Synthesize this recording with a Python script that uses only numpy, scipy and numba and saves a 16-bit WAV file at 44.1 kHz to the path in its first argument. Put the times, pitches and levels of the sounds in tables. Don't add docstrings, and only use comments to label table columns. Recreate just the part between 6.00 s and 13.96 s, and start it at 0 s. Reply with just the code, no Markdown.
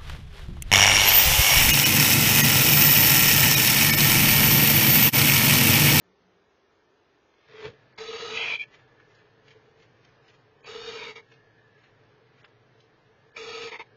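import sys
import numpy as np
from scipy import signal
from scipy.fft import rfft, irfft, dct, next_fast_len
from scipy.io import wavfile
from scipy.ndimage import uniform_filter1d
from numba import njit

SR = 44100
rng = np.random.default_rng(int(sys.argv[2]) if len(sys.argv) > 2 else 0)


def gain_from_db(level_db):
    decades = np.asarray(level_db, float) / 20
    return 10 ** decades


def wrap_up_sound(samples):
    columns = np.atleast_2d(samples).T
    tamed = np.clip(columns, -1, 1)
    steps = np.round(tamed * 32767).astype(np.int16)
    wavfile.write(sys.argv[1], SR, steps)


N = 351036
TIME = np.arange(N) / SR

# (frequency [Hz], level [dB])
HISS_SPECTRUM = [(12, -60), (20, -27.5), (339, -20.5), (455, -12), (541, -15.5), (1080, -19), (1280, -17.5),
                 (1520, -17.5), (2430, -18.5), (3340, -14.5), (3780, -19), (6650, -29), (7160, -37.5),
                 (9310, -47.5), (15800, -120)]


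def begging_chick():
    # (frequency [Hz], width [Hz], level [dB])
    hiss_modes = [(1267, 41, -5), (2451, 110, -2.5), (2847, 90, -4), (3130, 110, -1.5), (3530, 10, -17.5),
                  (3600, 44, -12), (3920, 89, -4.5), (4220, 13, -29), (4530, 240, -7.5), (5350, 42, -11),
                  (5384, 150, -11), (5760, 120, -14.5), (6553, 300, -15)]
    # (frequency [Hz], width [Hz], level [dB])
    boom_modes = [(451.3, 52, -1), (301.6, 69, -20)]
    # (frequency [Hz], width [Hz], level [dB])
    lean_modes = [(952, 170, 0)]
    # (frequency [Hz], width [Hz], level [dB])
    cross_modes = [(1280, 110, 0)]

    (hiss, boom, throat, lean), throat_hz, upper_hz = breath()
    flutter = noise() * gain_from_db(2.9 * walk(260))
    wheeze = noise() * gain_from_db(3 * walk(260))

    broad = gain_from_db(-1.8) * colour(flutter, HISS_SPECTRUM)
    broad = broad + gain_from_db(-5.5) * ring(flutter, hiss_modes, flicker_db=2.5)
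    away = lean / (lean + 2.5 * hiss + 1e-9)
    dull = signal.lfilter(*signal.butter(1, 3500, fs=SR), broad)
    broad = (1 - away) * broad + away * dull

    cross_gain = gain_from_db(-9.5) * hiss ** 2 / (hiss + 1.5 * lean + 1e-9)
    out = cross_gain * ring(flutter, cross_modes, order=2)
    out = out + gain_from_db(-8) * hiss * throat_band(flutter, upper_hz, 160)
    out = out + gain_from_db(5.5) * hiss * broad
    out = out + gain_from_db(-1.1) * boom * ring(flutter, boom_modes, order=2)
    out = out + gain_from_db(1.0) * throat * throat_band(wheeze, throat_hz, 300)
    return out + gain_from_db(-2.5) * lean * ring(wheeze, lean_modes, order=2)


def breath():
    # (full voice [s], beak opens [s], fades [s], effort [dB])
    begs = [
        (1.985, 2.322, 2.54, -46),
        (4.666, 4.901, 5.105, -48.5),
        (7.368, 7.631, 7.692, -49),
    ]
    # (upper throat [Hz], throat before opening [dB], boom lost once open [dB/s])
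    posture = [
        (3955, -2.5, 95.5),
        (3700, -2, 5.5),
        (3650, 7, 0),
    ]
    # (time [s], length [s], throat [dB], throat centre [Hz], box [dB])
    gulps = [
        (1.98, 0.0046, -49.5, 2100, -57),
        (4.644, .015, -49.5, 2365, -59.5),
        (5.16, .008, -40.5, 2150, -60.5),
        (5.18, 0.0053, -45.5, 2100, -49),
        (7.35, 0.0031, -58, 2225, -53.5),
        (7.366, .012, -45.5, 2420, -54),
        (7.72, .038, -40, 2186, -41),
        (7.794, .016, -39.5, 2230, -39),
    ]
    shut_hz, open_hz = 2420, 2267
    swell_db, gape_s, boom_lag_s = 4.5, .1, .012
    attack_db_s, fade_db_s = 3000, 550
    # hiss, boom, throat and lean mode [dB over the effort]
    shut = np.array([-0.5, 4, -9, -15])[:, None]
    wide = np.array([-3, 2, 0, -3.5])[:, None]

    gains = np.zeros((4, N))
    throat_hz = np.full(N, float(shut_hz))
    upper_hz = np.full(N, float(shut_hz))
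    for (start, opens, end, db), (upper, throat_db, lost_db_s) in zip(begs, posture):
        gape = ramp(opens, gape_s)
        effort = db + swell_db * ramp(start, opens - start)
        effort = effort + shape(start, end, attack_db_s, fade_db_s)
        beg = gain_from_db(effort + shut + gape * (wide - shut))
        beg[1] *= gain_from_db(shape(start + boom_lag_s, opens, attack_db_s / 2, lost_db_s))
        beg[2] *= gain_from_db((1 - gape) * throat_db)
        gains += beg
        now = TIME > start - .1
        throat_hz[now] = (shut_hz + gape * (open_hz - shut_hz))[now]
        upper_hz[now] = upper
    for s, length, db, gulp_hz, box_db in gulps:
        levels = np.array([db - 9, box_db, db, box_db])[:, None]
        gains += gain_from_db(levels + shape(s, s + length, 3999, 901.5))
        throat_hz[(TIME > s - .01) & (TIME < s + 2 * length + .01)] = gulp_hz
    return gains, throat_hz, upper_hz


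def sibling():
    # (time [s], level [dB])
    screech = [(2.27, -50.5), (2.34, -43), (2.375, -29), (2.47, -31), (2.55, -34.5), (2.588, -56.5),
               (2.602, -44), (2.63, -48), (2.66, -73)]
    # (frequency [Hz], width [Hz], level [dB])
    formants = [(2100, 380, -7.5), (2677, 160, -8), (2910, 71, -5), (3216, 350, -5), (3500, 85, -11)]
    start, end, from_db, to_db, whistle_hz = 2.41, 2.6, -8, 14.5, 2389
    rasp = noise() * gain_from_db(3.5 * walk(300))
    wheeze = noise() * gain_from_db(3 * walk(260))
    whistle_gain = gain_from_db(from_db + (to_db - from_db) * ramp(start, end - start))
    voice = ring(rasp, formants, flicker_db=2.5)
    voice = voice + whistle_gain * throat_band(rasp, whistle_hz, 160)
    voice = voice + gain_from_db(-12.5) * colour(wheeze, HISS_SPECTRUM)
    return gain_from_db(-1.3) * level_curve(screech) * voice


def parent():
    # (frequency [Hz], level [dB])
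    rustle_spectrum = [(290, -28), (500, -4), (772, -5), (965, -2.5), (1510, -6), (1760, -2), (2660, -5),
                       (2870, -10.5), (3250, -4.5), (7160, -26.5), (9310, -61), (15800, -120)]
    # (time [s], length [s], box boom [dB], wall thump [dB])
    bumps = [
        (1.522, 0.029, -50, -67),
        (1.606, 0.017, -45.5, -64.5),
        (1.651, 0.013, -40.5, -45.5),
        (1.688, 0.0096, -43, -53),
        (3.549, .01, -57.5, -74),
        (3.807, .015, -54.5, -75),
        (6.438, .01, -59, -72),
    ]
    leaves_s, rustle_db, settle_db = 1.66, -42, -58
    growth_db_s, fall_db_s = 150, 699

    rustle = gain_from_db(rustle_db + shape(leaves_s, leaves_s, growth_db_s, fall_db_s))
    rustle = rustle + gain_from_db(settle_db + shape(leaves_s, leaves_s, growth_db_s / 3.1, fall_db_s / 7))
    boom, thump = np.zeros(N), np.zeros(N)
    for s, length, boom_db, thump_db in bumps:
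        knock = shape(s, s + length, 503, 400.5)
        boom += gain_from_db(boom_db + knock)
        thump += gain_from_db(thump_db + knock)
    grains = noise() * gain_from_db(4.5 * walk(400))
    out = gain_from_db(0.9) * rustle * colour(grains, rustle_spectrum)
    out = out + boom * ring(noise(), [(431.7, 13, 0)])
    return out + gain_from_db(-0.5) * thump * ring(noise(), [(117, 22, 0), (289, 30, -9)])


def scuffs():
    # (time [s], peak [dB], colour [Hz], 60 dB decay [s])
    steps = [(2.7232, -48.5, 2000, 0.06), (2.7392, -41, 2340, 0.074), (2.7888, -49, 1730, 0.098),
             (2.9958, -49.5, 1780, 0.085), (3.1008, -52.5, 1720, 0.1), (3.145, -52.5, 4080, 0.08),
             (3.1842, -55, 2380, 0.23), (3.479, -41, 2270, 0.035), (3.5043, -43.5, 2510, 0.067),
             (3.7974, -51, 2490, 0.042), (3.8212, -48, 2470, 0.11), (4.0471, -47, 3130, 0.03),
             (4.2792, -46, 2930, 0.07), (4.2988, -46.5, 2450, 0.033), (4.3395, -49, 1880, 0.076),
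             (5.2, -53.5, 2370, .04), (5.3161, -43, 2210, 0.05), (5.3374, -49.5, 2470, 0.032),
             (5.579, -57, 1650, 0.14), (5.7752, -54, 1720, 0.24), (5.8342, -48.5, 1920, 0.13),
             (6.3761, -55.5, 2200, 0.33), (6.4423, -39, 1950, 0.047), (6.8033, -48.5, 3700, 0.03)]
    rise_s = .003
    out, t = np.zeros(N), np.arange(SR // 4) / SR
    for s, db, hz, t60 in steps:
        crackle = rng.standard_normal(len(t))
        burst = (1 - np.exp(-t / rise_s)) * gain_from_db(-60 * t / max(t60, .01))
        body = signal.lfilter(*signal.iirpeak(hz, 1.6, SR), crackle)
        body = body + .15 * np.diff(crackle, prepend=0)
        i = int(s * SR)
        out[i:i + len(t)] += gain_from_db(db - 6.5) * burst / burst.max() * unit(body)
    return out


def outside_air():
    # (frequency [Hz], level [dB])
    shut_spectrum = [(12, -66), (20, -32.5), (76, -7), (154, -11), (183, -13), (383, -2.5), (412, -1.5),
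                     (466, -7.5), (1640, -14), (5880, -27), (7160, -29.5), (9310, -65), (15800, -120)]
    # (frequency [Hz], level [dB])
    open_spectrum = [(12, -59), (20, -15), (79, -17), (118, -1), (202, -13.5), (356, -9), (383, -17),
                     (455, -8.5), (627, -13), (1410, -17), (1760, -14.5), (1940, -18), (4600, -28),
                     (7160, -38.5), (9310, -70), (15800, -120)]
    # (frequency [Hz], width [Hz], level [dB])
    shut_modes = [(419, 39, 1.5), (1787, 72, -11), (3390, 170, -19.5)]
    # (frequency [Hz], width [Hz], level [dB])
    open_modes = [(121.9, 33, 1.5), (435.2, 60, 1), (1720, 130, 0.5)]
    # (time [s], level [dB])
    draught = [(1.8, -70), (2.9, -71), (3.4, -75), (3.6, -88), (4.8, -83), (5.3, -72.5), (5.8, -69),
               (6, -84), (7, -84), (7.3, -69)]

    gone = ramp(1.45, 0.05)
    shut = colour(noise(), shut_spectrum) + gain_from_db(-7) * ring(noise(), shut_modes)
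    sag_db = 0.29 * (TIME - 3)
    free = gain_from_db(-64 - sag_db + 3.0 + 0.79 * walk(9)) * colour(noise(), open_spectrum)
    draught_db = np.interp(TIME, *np.transpose(draught))
    for mode, db in zip(open_modes, (-71.5, -68, draught_db)):
        gust_db = 3 * walk(4)
        free = free + gain_from_db(db + mode[2] + gust_db) * ring(noise(), [mode], order=2)
    drone = gain_from_db(-71) * ring(noise(), [(183, 20, 0)], order=2) / (1 + np.exp((TIME - .45) / .05))
    return (1 - gone) * gain_from_db(-64.5) * unit(shut) + gone * free + drone


def unit(x):
    return x / np.sqrt(np.mean(x ** 2))


def noise():
    return rng.standard_normal(N)


def walk(rate):
    k = int(SR / rate)
    held = np.repeat(rng.standard_normal(N // k + 1), k)
    return uniform_filter1d(uniform_filter1d(held, k), k)[:N]


def ramp(start, length):
    return np.clip((TIME - start) / length, 0, 1)


def shape(start, end, attack_db_s, fade_db_s):
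    return -attack_db_s * np.maximum(start - TIME, 0) - fade_db_s * np.maximum(TIME - end, 0)


def level_curve(table):
    s, db = np.transpose(table)
    return uniform_filter1d(gain_from_db(np.interp(TIME, s, db, left=-120, right=-120)), size=90)


def colour(x, points):
    hz, db = np.transpose(points)
    size = next_fast_len(N)
    f = np.arange(size // 2 + 1) * SR / size + 1
    gain = gain_from_db(np.interp(np.log(f), np.log(hz), db, right=-90))
    return unit(irfft(rfft(x, size) * gain, size)[:N])


def ring(x, modes, order=1, flicker_db=0.):
    out = 0
    for k, (hz, width, db) in enumerate(modes):
        b, a = signal.iirpeak(hz, hz / width, SR)
        if flicker_db:
            db = db + flicker_db * walk(9)
        out = out + (-1) ** k * gain_from_db(db) * signal.sosfilt([np.r_[b, a]] * order, x)
    return unit(out)


def throat_band(x, hz, width):
    centre = hz * (1 + .02 * walk(40))
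    band = glide(glide(x, centre, 2. * width), centre, 1. * width)
    return unit(gain_from_db(1.5 * walk(45)) * band)


@njit
def glide(x, hz, width):
    y, band, low = np.empty(len(x)), 0., 0.
    for i in range(len(x)):
        g, k = np.tan(np.pi * hz[i] / SR), width / hz[i]
        v = (band + g * (x[i] - low)) / (1 + g * (g + k))
        band = 2 * v - band
        low = low + 2 * g * v
        y[i] = k * v
    return y


def scene():
    return (begging_chick() + sibling() + parent() + scuffs() + outside_air())[None]


def camera(x):
    hop, offset = 2822, 1745
    step_db, whim_db, from_hz, slack = 4.8, 3, 900., .45
    deaf_db, deaf_hz, slope_db = -78, 6574.0, 28

    slow = np.sqrt(uniform_filter1d(uniform_filter1d(x ** 2, hop), hop)) + 1e-6
    fast = np.sqrt(uniform_filter1d(uniform_filter1d(x ** 2, size=300), size=300)) + 1e-6
    jump = np.log(fast / slow)
    follow = slow * np.exp(jump - np.clip(jump, -slack, slack))
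    pad = np.pad(x / follow, (2 * hop - offset, 3 * hop))
    window = np.sin(np.pi * (np.arange(2 * hop) + .5) / (2 * hop))
    frames = np.lib.stride_tricks.sliding_window_view(pad, 2 * hop)[::hop] * window
    a, b, c, d = np.split(frames, 4, axis=1)
    lines = dct(np.hstack([-c[:, ::-1] - d, a - b[:, ::-1]]), type=4, norm="ortho")

    hz = (np.arange(hop) + .5) * SR / (2 * hop)
    local = np.sqrt(np.maximum(uniform_filter1d(lines ** 2, size=90, axis=1), 1e-18))
    whim = rng.standard_normal((len(lines), hop // 17))
    whim = np.sqrt(3) * uniform_filter1d(whim, size=2, axis=0) / 1.2
    step = local * gain_from_db(step_db + .6 * hz / 1000 + whim_db * np.repeat(whim, 17, axis=1))
    step = step * np.clip(hz / (2 * from_hz), .1, 1)
    lines = step * np.sign(lines) * np.floor(np.abs(lines) / step + .4)

    centres = offset + hop * (np.arange(len(lines)) - 1)
    loud = np.interp(centres, np.arange(N), uniform_filter1d(follow, hop))
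    edge_hz = deaf_hz + 240 * rng.standard_normal((len(lines), 1))
    threshold = gain_from_db(deaf_db + slope_db * np.clip((hz - edge_hz) / 1000, -1, 2))
    lines = lines * (local * loud[:, None] > threshold)

    u, v = np.split(dct(lines, type=4, norm="ortho"), 2, axis=1)
    back = np.hstack([v, -v[:, ::-1], -u[:, ::-1], -u]) * window
    out = np.pad(back[:, :hop], ((0, 1), (0, 0))) + np.pad(back[:, hop:], ((1, 0), (0, 0)))
    return out.ravel()[2 * hop - offset:][:N] * follow


def starve(x):
    # (from [s], to [s])
    spans = [
        (1.93, 1.975),
        (4.612, 4.66),
        (6.415, 6.475),
        (7.30, 7.362),
    ]
    hz, s, cells = signal.stft(x, SR, nperseg=704)
    lucky = np.repeat(rng.random((len(hz) // 8 + 1, len(s))), 8, axis=0)[:len(hz)] < .35
    strong = uniform_filter1d(np.abs(cells), size=8, axis=0) > gain_from_db(-80)
    near_attack = sum((s > start) & (s < end) for start, end in spans)
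    hit = near_attack * (hz[:, None] > 2100)
    return signal.istft(cells * np.where(hit, lucky | strong, 1), SR, nperseg=704)[1][:N]


def low_pass(x):
    return signal.sosfilt(signal.butter(12, 7310, fs=SR, output="sos"), x)


def record(dry):
    top = signal.ellip(10, .3, 80, 7500, fs=SR, output="sos")
    heard = signal.sosfilt(top, starve(camera(dry[0])))
    mix = (heard + gain_from_db(-99.5) * noise())[None]
    return low_pass(mix)


dry = scene()
out = record(dry)
wrap_up_sound(out)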